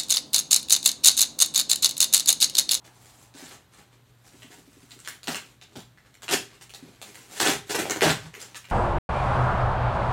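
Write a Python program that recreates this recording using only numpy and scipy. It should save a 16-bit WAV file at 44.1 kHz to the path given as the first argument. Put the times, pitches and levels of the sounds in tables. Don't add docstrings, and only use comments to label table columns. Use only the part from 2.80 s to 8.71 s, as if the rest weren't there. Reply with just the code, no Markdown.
import sys
import numpy as np
from scipy import signal
from scipy.fft import rfft, irfft
from scipy.io import wavfile
from scipy.ndimage import uniform_filter1d

SR = 44100
rng = np.random.default_rng(int(sys.argv[2]) if len(sys.argv) > 2 else 0)


def output_pcm(signal):
    pcm = np.clip(np.atleast_2d(signal).T, -1, 1) * 32767
    wavfile.write(sys.argv[1], SR, np.round(pcm).astype(np.int16))


N = 260719
TIME = np.arange(N) / SR

# (time [s], length [s], level [dB], hollow body [dB], treble [dB])
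PULLS = [(0.041, 0.033, -52, 5, 2.5), (0.548, 0.19, -52.5, 5, 6.5), (1.624, 0.0089, -49, -10, -7),
         (1.704, 0.035, -50.5, -4, 0), (2.274, 0.01, -38, -13, 10), (2.477, 0.0067, -26, 7, -4),
         (2.498, 0.024, -35, 4.5, 2.5), (2.553, 0.0044, -29, 3, 1.5), (2.818, 0.015, -49, -18, -20),
         (2.954, 0.014, -41, 10.5, 0.5), (3.43, .006, -41, 4.5, 5.5), (3.481, 0.037, -31, 0, -3.5),
         (3.509, 0.026, -21, -1, 2.5), (3.811, 0.016, -50, 2, 9), (3.938, 0.014, -50.5, 5.5, 10),
         (4.55, .04, -49, -8, 10), (4.599, 0.031, -23.5, 4.5, 3.5), (4.636, 0.073, -20, -4, -3.5),
         (4.722, 0.029, -38.5, 13, 4.5), (4.892, 0.0347, -35.5, 9, 7.5), (4.944, 0.01, -29, 15, 7),
         (4.986, 0.023, -30, 8.5, 4.5), (5.051, 0.0085, -31, 9, -7), (5.095, 0.027, -28.5, 3.5, -30),
         (5.153, 0.0093, -30, 4, -1), (5.218, 0.039, -16.5, 4, -8), (5.263, 0.047, -20, -1, -6.5),
         (5.596, 0.031, -46.5, -18, 6), (5.75, 0.018, -47.5, -9, 11.5)]
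# (time [s], level [dB], ring pitch [Hz], ring against crack [dB])
SNAPS = [(0.54, -37.5, 4180, -2), (1.621, -33.5, 2840, 6), (2.108, -32.5, 3650, -1), (2.191, -36, 7000, -1),
         (2.249, -31, 3600, 9), (2.275, -25.5, 1720, 5), (2.432, -29.5, 3125, -11),
         (2.473, -16.5, 4300, -12), (2.546, -18, 2520, 3), (2.814, -33.5, 3550, 16),
         (2.993, -32.5, 3420, -6), (3.175, -41, 1910, 11), (3.342, -40, 1970, -7), (3.421, -30, 1810, -8),
         (3.481, -19, 2350, 18), (3.733, -41, 2500, 11), (3.895, -33.5, 2640, -4), (3.938, -30.5, 4530, -3),
         (4.216, -25, 4130, -28), (4.346, -31.5, 2220, -15), (4.599, -14.5, 4040, 5),
         (4.946, -25.5, 2030, 11), (5.02, -23, 2000, -7), (5.098, -11.5, 1750, -8), (5.209, -10.5, 1900, 0),
         (5.541, -26.5, 1860, -1), (5.616, -27, 7450, -5), (5.746, -27.5, 1670, 7), (5.843, -33.5, 2100, 4),
         (5.901, -32, 3010, 2)]
# (time [s], level [dB], pitch [Hz])
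BUMPS = [(0.548, -43.5, 283), (0.625, -40, 273), (0.645, -47, 288), (2.482, -29.5, 760),
         (2.486, -28.5, 240), (2.965, -38, 248), (2.972, -41, 120.1), (3.541, -26, 298),
         (4.026, -38.5, 254), (4.050, -45, 308), (4.684, -20.5, 279), (4.756, -38, 120), (4.955, -35, 337),
         (5.020, -25, 407), (5.221, -14.5, 390), (5.254, -25, 145), (5.304, -24, 123), (5.440, -42.5, 173),
         (5.462, -39.5, 106.5), (5.565, -42.5, 427)]
# (time [s], length [s], level [dB], treble [dB])
STROKES = [(0.106, 0.34, -61, 7.5), (0.666, 0.091, -53, -13), (0.908, .1, -55.5, -5),
           (1.11, 0.016, -59, -25), (1.388, 0.4, -60, 3), (1.835, 0.26, -65.5, 5.5), (2.079, 0.26, -60, 5),
           (2.577, 0.12, -59.5, -1), (2.879, .06, -63, -8), (3.228, 0.037, -59, -24),
           (3.575, 0.21, -58.5, -8), (3.957, 0.19, -57.5, -6), (4.194, .29, -55, 3),
           (4.488, 0.18, -44.5, 4.5), (4.847, 0.26, -44, 2), (5.272, 0.18, -48.5, -17),
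           (5.511, 0.2, -54, -4), (5.882, 0.076, -43, -2)]
# (frequency [Hz], level per Hz [dB])
WRAPPING_SPECTRUM = [(25, -36), (50, -51), (130, -10), (205, -14.5), (300, -0.5), (410, -4.5), (520, -7.5),
                     (800, -3.5), (1100, -8.5), (1650, -4.5), (2200, -8.5), (2900, -7), (5000, -12),
                     (7200, -9.5), (12500, -19), (15800, -26)]
# (frequency [Hz], level per Hz [dB])
RUBBING_SPECTRUM = [(100, -2.5), (300, 8), (600, 2), (1200, 1), (2800, -0.5), (5000, -3.5), (7500, -1.5),
                    (11000, -7.5), (15500, -14.5)]
# (frequency [Hz], level per Hz [dB])
SNAP_SPECTRUM = [(150, -11.0), (500, 4.0), (1200, 4.0), (3000, 3.5),
                 (5000, 2.0), (7500, 4.5), (13000, -4.5), (16000, -4.5)]
# (frequency [Hz], level per Hz [dB])
AIR_SPECTRUM = [(18, -75), (30, -7), (124, -1), (188, -7), (496, -16.5), (698, -18.5), (1490, -18.5),
                (2270, -24.5), (4040, -23), (5120, -34), (11500, -35), (13500, -28), (15800, -45)]
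# (frequency [Hz], width [Hz], level [dB])
BOX_PANELS = [(153.2, 7.2, 10), (272, 34.9, -2), (388, 9.3, -3), (409.3, 5.1, 8), (785, 28, -1),
              (737, 14, -14), (926, 18.7, -7)]
# (delay before random shift [s], level [dB])
WALL_ECHOES = [(.0052, -6.5), (.0098, -1.5), (0.0128, -4), (0.0167, -15), (.0215, -12.5), (.031, -13)]
# (frequency [Hz], fade time [s])
ROOM_DECAY = [(100, 0.37), (300, 0.2), (1000, 0.26), (3000, 0.3), (8000, 0.25), (16000, 0.24)]

HUM_HZ, HUM_DB, AIR_DB = 120, -64.5, -61.5
RUSH_DB, RUSH_HZ, RUSH_WIDTH_HZ, RUSH_FADE_S = -63.5, 850, 530, 0.92
FUMBLE_FROM_S, FUMBLE_TO_S, FUMBLE_DB, FUMBLE_HZ = 1.5, 2.2, -47.5, 287
CARDBOARD_DB = 2
RESTING_DB = -71
STROKE_SWELL_SHARE, STROKE_RELEASE_S = 0.19, 0.027
PULL_ATTACK_S, PULL_SAG_DB = 0.0013, -4
TOP_HZ = 15900


def undb(db):
    return 10 ** (np.asarray(db) / 20)


def unit(x):
    return x / np.sqrt(np.mean(x ** 2) + 1e-20)


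def along(points, hz):
    f, value = np.transpose(points)
    return np.interp(np.log(np.maximum(hz, 1)), np.log(f), value)


def convolve(x, response):
    return signal.oaconvolve(x, response)[:len(x)]


def colour(x, spectrum, size=2048):
    gain = undb(along(spectrum, np.fft.rfftfreq(size, 1 / SR)))
    cepstrum = irfft(np.log(gain))
    cepstrum[1:size // 2] *= 2
    cepstrum[size // 2 + 1:] = 0
    response = irfft(np.exp(rfft(cepstrum)))
    return convolve(x, response / np.linalg.norm(response))


def shelf(x, hz, db, kind):
    part = signal.sosfilt(signal.butter(1, hz, "low" if kind == "low" else "high", fs=SR, output="sos"), x)
    return x + (undb(db) - 1) * part


def resonate(x, hz, width_hz):
    b, a = signal.iirpeak(hz, hz / width_hz, fs=SR)
    return signal.lfilter(b, a, x)


def add(track, s, x):
    start = max(int(s * SR), 0)
    track[start:start + len(x)] += x[:max(N - start, 0)]


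def crackle(t, rate, spread_db, grain_s):
    size = undb(spread_db * np.minimum(rng.exponential(size=len(t)), 4))
    buckles = rng.random(len(t)) < rate / SR
    energy = buckles * size ** 2
    energy = signal.lfilter([1], [1, -np.exp(-1 / (grain_s * SR))], energy)
    return unit(np.sqrt(energy) * rng.standard_normal(len(t)))


def background(waver=0.54):
    knots = TIME[::SR // 8]
    drift = np.interp(TIME, knots, rng.standard_normal(len(knots)))
    hum = np.sqrt(2) * np.sin(2 * np.pi * HUM_HZ * TIME) * (1 + waver * drift)
    air = unit(colour(rng.standard_normal(N), AIR_SPECTRUM))
    return undb(HUM_DB) * hum + undb(AIR_DB) * air


def rush():
    noise = resonate(rng.standard_normal(N), RUSH_HZ, RUSH_WIDTH_HZ)
    noise = resonate(noise, RUSH_HZ, RUSH_WIDTH_HZ)
    fade = np.exp(-(TIME / RUSH_FADE_S) ** 2)
    return undb(RUSH_DB) * unit(noise) * fade


def fumble(scatter_db=2.0, pitch_scatter=0.18, count=8):
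    late, strong, high = (2 * rng.random((count, 3)) - 1).T
    progress = (np.arange(count) + .5 + late / 2) / count
    s = FUMBLE_FROM_S + (FUMBLE_TO_S - FUMBLE_FROM_S) * progress
    db = FUMBLE_DB + scatter_db * strong
    hz = FUMBLE_HZ * (1 + pitch_scatter * high)
    return list(zip(s, db, hz))


def bumps(contact_s=0.0014):
    out, t = np.zeros(N), TIME[:SR // 8]
    for s, db, hz in list(BUMPS) + fumble():
        push = 1 - np.exp(-t / contact_s)
        fade = np.exp(-t * hz / 1.09)
        swing = push * fade * np.sin(2 * np.pi * hz * t)
        add(out, s, undb(db) * swing / np.abs(swing).max())
    return shelf(out, 75, -21, "low")


def slide(treble_hz=5500):
    grains = crackle(TIME, rate=1300, spread_db=5.0, grain_s=0.00059)
    grains = colour(grains, RUBBING_SPECTRUM)
    out = undb(RESTING_DB) * grains
    for s, length, db, treble_db in STROKES:
        swell = np.clip((TIME - s) / (STROKE_SWELL_SHARE * length), 0, 1)
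        release = np.exp(-np.clip(TIME - s - length, 0, 1) / STROKE_RELEASE_S)
        out = out + undb(db) * swell * release * shelf(grains, treble_hz, treble_db, "high")
    return out


def snaps(crack_s=0.0008, ring_width=0.52, settle_db=-15, settle_s=0.013):
    out, t = np.zeros(N), TIME[:SR // 10]
    for s, db, hz, ring_db in SNAPS:
        crack = rng.standard_normal(len(t)) * np.exp(-t / crack_s)
        settling = np.exp(-t / settle_s) * crackle(t, rate=270, spread_db=0, grain_s=0.0011)
        sheet = colour(crack + undb(settle_db) * settling, SNAP_SPECTRUM)
        ring = unit(resonate(sheet, hz, ring_width * hz))
        snap = unit(unit(sheet) + undb(ring_db) * ring)
        add(out, s, undb(db) * snap * np.sqrt(crack_s / t[-1]))
    return out


def pulls(release_s=0.0023, body_hz=520, treble_hz=3200):
    out, t = np.zeros(N), TIME[:SR // 4]
    for s, length, db, body_db, treble_db in PULLS:
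        bite = 1 - np.exp(-t / PULL_ATTACK_S)
        sag = undb(PULL_SAG_DB * (np.minimum(t / length, 1) - .5))
        release = np.exp(-np.maximum(t - length, 0) / release_s)
        force = bite * sag * release
        creases = force * crackle(t, rate=1300, spread_db=4.5, grain_s=0.00023)
        creases = unit(creases) * np.sqrt(np.mean(force ** 2))
        creases = colour(creases, WRAPPING_SPECTRUM)
        creases = shelf(creases, body_hz, body_db, "low")
        add(out, s, undb(db) * shelf(creases, treble_hz, treble_db, "high"))
    return out


def box(x, panel_db=-7):
    ringing = sum(undb(db) * resonate(x, hz, width) for hz, width, db in BOX_PANELS)
    return x + undb(panel_db) * ringing


def room(x, wet_db, tail_db=1, build_s=0.011, shade_hz=6000, shade_db=-7, count=9):
    t = TIME[:SR // 3]
    noise, freqs = rfft(rng.standard_normal(len(t))), np.fft.rfftfreq(len(t), 1 / SR)
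    centres = TOP_HZ / 2 ** np.arange(count)[::-1]
    tail = 0
    for hz, weights in zip(centres, np.eye(count)):
        band = irfft(noise * along(np.c_[centres, weights], freqs), len(t))
        tail = tail + band * np.exp(-np.log(1000) * t / along(ROOM_DECAY, hz))
    tail = tail * (1 - np.exp(-(t / build_s) ** 2))
    response = undb(tail_db) * tail / np.linalg.norm(tail)
    for delay, db in WALL_ECHOES:
        scatter = rng.standard_normal(SR // 100) * np.exp(-t[:SR // 100] / 0.00025)
        echo = undb(db) * scatter / np.linalg.norm(scatter)
        add(response, delay * rng.uniform(.93, 1.07), echo)
    response = undb(wet_db) * response
    click = 1. * (t == 0)
    add(response, 0, shelf(click, shade_hz, shade_db, "high"))
    return convolve(x, response / np.linalg.norm(response))


def roam(x, dwell_s=.013, count=7):
    place = (TIME / dwell_s).astype(int) % count
    out = 0
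    for k in range(count):
        share = np.sqrt(np.abs(uniform_filter1d(1. * (place == k), SR // 200)))
        out = out + room(x * share, wet_db=0.1)
    return out


def scene():
    wrapping = roam(box(pulls() + snaps() + slide()))
    cardboard = undb(CARDBOARD_DB) * room(box(bumps()), wet_db=-4.5)
    return (wrapping + cardboard + background() + rush())[None]


def record(dry, low_cut_hz=43):
    low_cut = signal.butter(4, low_cut_hz, "high", fs=SR, output="sos")
    top_cut = signal.ellip(10, .2, 80, TOP_HZ, fs=SR, output="sos")
    return signal.sosfilt(top_cut, signal.sosfilt(low_cut, dry))


dry = scene()
out = record(dry)
output_pcm(out)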